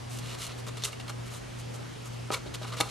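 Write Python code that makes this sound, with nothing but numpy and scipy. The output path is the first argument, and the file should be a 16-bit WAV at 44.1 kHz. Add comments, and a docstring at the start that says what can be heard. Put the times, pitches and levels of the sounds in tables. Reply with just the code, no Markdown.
"""Ribbon tied round a small box

At a desk in a room, close under a camera's microphone, hands tie a satin ribbon round a cardstock box.
The ribbon brushes and rasps: grains and noise swell with each stroke and ring card and satin.
Fingers knock and tick: short bursts of noise ring the modes of the box.
Behind, a mains hum beats twice a second against a motor tone, summed from steady cosines;
the steady hiss of the room is noise shaped in the middle and at the sides."""
import sys
import numpy as np
from scipy import signal
from scipy.fft import rfft, irfft
from scipy.io import wavfile
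from scipy.ndimage import uniform_filter1d

SR = 44100
rng = np.random.default_rng(int(sys.argv[2]) if len(sys.argv) > 2 else 0)


def ratio_of_db(decibels):
    """Turn decibels (scalar or array-like) into linear amplitude factors; 0 dB maps to 1."""
    return 10 ** (np.asarray(decibels, float) / 20)


def dump(signal):
    """Clip the signal to [-1, 1] and save it as 16-bit WAV at the path in sys.argv[1]."""
    limited = np.clip(np.atleast_2d(signal).T, -1, 1)
    pcm = np.round(limited * 32767).astype(np.int16)
    wavfile.write(sys.argv[1], SR, pcm)


N = 127890  # length in samples

# Strokes of ribbon or finger: (start [s], rise [s], hold [s], card boom [dB], rasp [dB], satin hiss [dB])
STROKES = [(0.087, 0.026, 0.063, -59, -50.5, -49.5), (0.181, 0.0058, .006, -60, -48, -46),
           (.17, .12, 0.061, -52.5, -46, -52), (0.367, 0.054, 0.033, -49.5, -42, -43.5),
           (0.461, 0.0092, 0.0066, -48.5, -46, -46), (0.464, 0.025, 0.036, -51, -48.5, -60),
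           (0.574, .006, 0.023, -60, -52, -54), (.662, 0.0072, .022, -44.5, -46.5, -50),
           (.768, 0.0034, 0.0086, -47, -44.5, -48.5), (.79, .005, .01, -63, -49, -59),
           (0.816, 0.0055, .008, -56, -45.5, -52), (.837, .008, 0.01, -44, -35, -32.5),
           (0.855, 0.0041, 0.03, -48, -47, -46), (0.917, 0.0046, 0.013, -55, -54, -54),
           (0.995, 0.0026, 0.013, -51, -47, -55), (1.076, 0.0026, 0.0067, -50, -45, -54),
           (1.089, 0.0047, .008, -43.5, -44.5, -46), (1.251, 0.011, 0.022, -54, -54, -55.5),
           (1.296, 0.036, 0.048, -53.5, -52.5, -50.5), (1.567, 0.028, 0.018, -68, -54.5, -53.5),
           (1.735, 0.0052, 0.022, -58, -56.5, -51), (2.038, 0.02, 0.022, -56, -60, -53),
           (2.115, .015, 0.015, -62, -60, -58), (2.313, 0.0032, 0.03, -36.5, -36.5, -42),
           (2.328, .012, 0.0014, -34, -31.5, -34), (2.349, 0.0058, 0.023, -42.5, -50, -50),
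           (2.458, 0.0027, 0.019, -53.5, -50, -67), (2.537, 0.0054, 0.0097, -45.5, -40, -44.5),
           (2.612, 0.01, 0.027, -44, -47, -56), (2.663, .008, 0.036, -47.5, -50, -54),
           (2.718, .004, 0.026, -42.5, -45.5, -54), (2.763, 0.0083, 0.031, -45.5, -42, -48.5),
           (2.801, 0.0018, 0.0085, -36, -34, -30.5), (2.809, 0.0063, 0.018, -41, -49, -52),
           (2.829, .01, .04, -48, -54, -54), (2.882, .008, .02, -64, -44, -51)]
# Resonances of each part of a stroke: (frequency [Hz], width [Hz], relative level [dB])
CARD_BOOM = [(450, 174, 1.5), (650, 205, -2.5), (980, 210, -3.5), (1265, 350, 4.5)]
CARD_RASP = [(2170, 590, 1.5), (2810, 570, 4), (3630, 1340, 0.5), (4176, 900, 4.5), (5500, 1900, -5)]
SATIN_HISS = [(6670, 3650, 0.5), (8900, 5100, 0.5), (10200, 4700, 1)]
# Knocks and ticks on the box, before the room:
# (time [s], peak [dB], favoured pitch [Hz], loss one octave away [dB], its sign ignored)
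KNOCKS = [(0.187, -37.5, 5030, 17), (0.313, -33, 3800, 19), (.325, -39, 5000, 12), (0.466, -29.5, 8000, 9),
          (.771, -41, 2200, 1), (.779, -38, 2700, 14), (0.826, -35, 5500, 13), (.837, -16, 4470, 29),
          (.845, -23, 9000, 13), (0.851, -24.5, 4340, 14), (.93, -32.5, 2300, 17), (1.0, -32.5, 2900, 4),
          (1.083, -35, 2700, 8), (1.097, -32, 650, 15), (1.099, -34, 2700, -4), (2.3042, -18, 760, 9),
          (2.322, -30, 450, 9), (2.343, -20, 2780, 16), (2.461, -31, 500, 13), (2.542, -36, 3000, 2),
          (2.615, -31.5, 497, 18), (2.647, -31.5, 1250, 6), (2.723, -40, 2200, 5), (2.803, -16, 1020, 1.5),
          (2.808, -10.5, 2500, 3.5), (2.814, -18, 1260, 13), (2.825, -30, 1100, 7), (2.856, -34, 800, 24)]
# Modes of the box, before scatter: (frequency [Hz], relative level [dB], time to fall 60 dB [s])
BOX_MODES = [(240, -12, .05), (410, -4, .06), (620, -1, .05), (800, 0, .09), (980, -1, .035),
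             (1250, 0, .055), (1700, -8, .02), (2250, 0, .028), (2750, 0, .022), (3600, -1, .016),
             (4200, 0, .018), (5600, -3, .012), (6400, -4, .012), (8300, -4, .01), (10000, -6, .008)]
# Stereo width of the near sounds: (frequency [Hz], side minus mid [dB])
NEAR_WIDTH = [(60, -32), (300, -3), (1000, -18), (2500, -20.5), (4000, -16.5), (7500, -6.5), (13000, -1.5)]
# Steady tones, one entry each: (frequency [Hz])
HUM_HZ = [119.99, 117.99, 235.85, 87.06, 174.03, 52.4]
# The same tones in order: (mid rms [dB], side minus mid [dB])
HUM_LEVELS = [(-43, -36), (-51.5, -28), (-60.5, -6), (-62, -18), (-61.5, -12), (-63.5, -23)]
# Spectral shape of the room hiss, middle then sides: (frequency [Hz], relative level [dB])
HISS_MID_SHAPE = [(12, -56), (30, -13), (52, -1), (70, -4.5), (150, -2), (200, -7.5), (300, -8),
                  (600, -11.5), (1200, -13), (1700, -15.5), (2800, -16), (6000, -21.5), (9000, -27),
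                  (12000, -32.5), (14000, -49)]
HISS_SIDE_SHAPE = [(12, -58), (30, -30), (100, -5), (200, -2.5), (400, -3.5), (650, -7.5), (1440, -17),
                   (3000, -24), (5500, -27), (9000, -30), (12000, -35), (14000, -48)]

GRAINS_PER_S, GRAIN_SPREAD_DB = 2500, 3.8
SMOOTH_SHARE = .4  # share of the stroke drive's power that is smooth noise
FADE_S = 0.015  # a stroke dies by 20 dB in this time
MODE_SCATTER_DB, MODE_DETUNE = 2., .015  # chance spread of each mode's level and (as a fraction) pitch
CONTACT_S = .0008  # time in which the contact rattle falls to 1/e
RING_SAMPLES = 4000
BASS_CUT_HZ = 193  # the small box radiates no deep bass
ROOM_T60_S, ROOM_DB = 0.28, -16.5
SIDE_T60_S = .03
ECHO_DULL_HZ = 9000
BEAT_TOP_S = .2  # the two strongest tones first add up here
HISS_MID_DB, HISS_SIDE_DB = -46.5, -45.5  # rms
MIC_EDGE_HZ = 13700


def read(points, hz):
    """Value of a (Hz, value) table on a log-frequency axis."""
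    f, value = np.transpose(points)
    return np.interp(np.log(hz + 1), np.log(f + 1), value)


def evened(x):
    """Scales to rms 1."""
    return x / np.sqrt(np.mean(x ** 2) + 1e-20)


def coloured(x, points):
    """Filters x by a (Hz, dB) table."""
    gain = ratio_of_db(read(points, np.fft.rfftfreq(N, 1 / SR)))
    return irfft(rfft(x) * gain, N)


def resonate(x, peaks):
    """Sum of resonances, each applied twice for steep skirts, with alternating sign."""
    out = 0
    for k, (hz, width, db) in enumerate(peaks):
        b, a = signal.iirpeak(hz, hz / width, SR)
        twice = signal.lfilter(b, a, signal.lfilter(b, a, x))
        out = out + (-1) ** k * ratio_of_db(db) * twice
    return out


def strokes():
    """Fibres catch and slip: dense grains plus smooth noise, swelling with each stroke, ring card and satin."""
    t = np.arange(N) / SR
    power = np.zeros((3, N))  # boom, rasp and satin hiss
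    for start, rise, hold, *levels_db in STROKES:
        since = t - start
        fade = ratio_of_db(-20 * np.clip(since - rise - hold, 0, None) / FADE_S)
        shape = np.clip(since / rise, 0, 1) * fade
        power += (ratio_of_db(np.array(levels_db))[:, None] * shape) ** 2

    size = ratio_of_db(GRAIN_SPREAD_DB * np.minimum(rng.exponential(1, N), 4))
    size = size * rng.choice([-1., 1.], N)
    grains = evened(size * (rng.random(N) < GRAINS_PER_S / SR))
    smooth = rng.standard_normal((3, N))
    # the three parts share their grains but not their smooth noise
    drive = np.sqrt(1 - SMOOTH_SHARE) * grains + np.sqrt(SMOOTH_SHARE) * smooth

    out = np.zeros(N)
    for peaks, d, swell in zip((CARD_BOOM, CARD_RASP, SATIN_HISS), drive, np.sqrt(power)):
        out += resonate(d * swell, peaks) / np.std(resonate(d, peaks))
    return out


def knocks():
    """Each blow is a short rattle of contact that rings the modes of the box nearest its own pitch."""
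    out = np.zeros(N + RING_SAMPLES)
    t = np.arange(RING_SAMPLES) / SR
    mode_hz, mode_db, t60 = np.transpose(BOX_MODES)[:, :, None]
    chances = rng.standard_normal((len(KNOCKS), len(BOX_MODES), 1))
    rattles = rng.standard_normal((len(KNOCKS), RING_SAMPLES)) * np.exp(-t / CONTACT_S)
    bass_cut = signal.butter(2, BASS_CUT_HZ, "high", fs=SR)
    for (start, peak_db, pitch_hz, loss_db), chance, rattle in zip(KNOCKS, chances, rattles):
        octaves = np.log2(mode_hz / pitch_hz)
        level_db = mode_db - abs(loss_db) * octaves ** 2 + MODE_SCATTER_DB * chance
        # the same draws in reverse order shift the pitches
        struck_hz = mode_hz * (1 + MODE_DETUNE * chance[::-1])
        modes = ratio_of_db(level_db - 60 * t / t60) * np.sin(2 * np.pi * struck_hz * t)
        ring = signal.fftconvolve(modes.sum(0), rattle)[:RING_SAMPLES]
        ring = signal.lfilter(*bass_cut, ring)
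        out[round(start * SR):][:RING_SAMPLES] += ratio_of_db(peak_db) * ring / abs(ring).max()
    return out[:N]


def echoes(x, t60):
    """Reflections as dense dying random taps of energy 1, dulled in the treble."""
    t = np.arange(SR // 2) / SR
    taps = rng.standard_normal(len(t)) * (t > .0003) * ratio_of_db(-60 * t / t60)
    taps = signal.lfilter(*signal.butter(1, ECHO_DULL_HZ, fs=SR), taps)
    return signal.fftconvolve(x, taps / np.linalg.norm(taps))[:N]


def hum():
    """Steady mains and motor tones, stronger in mid than side; close pitches beat. Returns mid and side."""
    t = np.arange(N) / SR - BEAT_TOP_S
    tones = np.sqrt(2) * np.cos(2 * np.pi * np.outer(HUM_HZ, t))  # each of rms 1
    mid_db, side_db = np.transpose(HUM_LEVELS)
    return np.array([ratio_of_db(mid_db) @ tones, ratio_of_db(mid_db + side_db) @ tones])


def hiss():
    """Smooth room noise with faint drifting patches in time and pitch; returns mid and side."""
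    frames = dict(nperseg=1024, noverlap=768)
    _, _, z = signal.stft(rng.standard_normal((2, N)), SR, **frames)
    patches = uniform_filter1d(rng.standard_normal(z.shape[1:]), 12, 0)  # over frequency
    patches = evened(uniform_filter1d(patches, 14, 1))  # over time
    _, noise = signal.istft(z * ratio_of_db(1.2 * patches), SR, **frames)  # patches of 1.2 dB rms
    mid, side = noise[:, :N]
    return np.array([ratio_of_db(HISS_MID_DB) * evened(coloured(mid, HISS_MID_SHAPE)),
                     ratio_of_db(HISS_SIDE_DB) * evened(coloured(side, HISS_SIDE_SHAPE))])


def scene():
    """Near sounds with the room's tail, widened by reflections off the desk, over hum and hiss."""
    near = strokes() + knocks()
    near = near + ratio_of_db(ROOM_DB) * echoes(near, ROOM_T60_S)
    near_side = coloured(echoes(near, SIDE_T60_S), NEAR_WIDTH)
    mid, side = hum() + hiss() + np.array([near, near_side])
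    return np.array([mid + side, mid - side])


def top_cut(x):
    """Nothing passes above the cut-off."""
    return signal.sosfilt(signal.butter(12, 14190, fs=SR, output="sos"), x)


def record(dry):
    """The camera's microphone passes no treble above its band limit."""
    edge = signal.butter(8, MIC_EDGE_HZ, fs=SR, output="sos")
    mix = signal.sosfiltfilt(edge, dry)
    return top_cut(mix)


dry = scene()
out = record(dry)
dump(out)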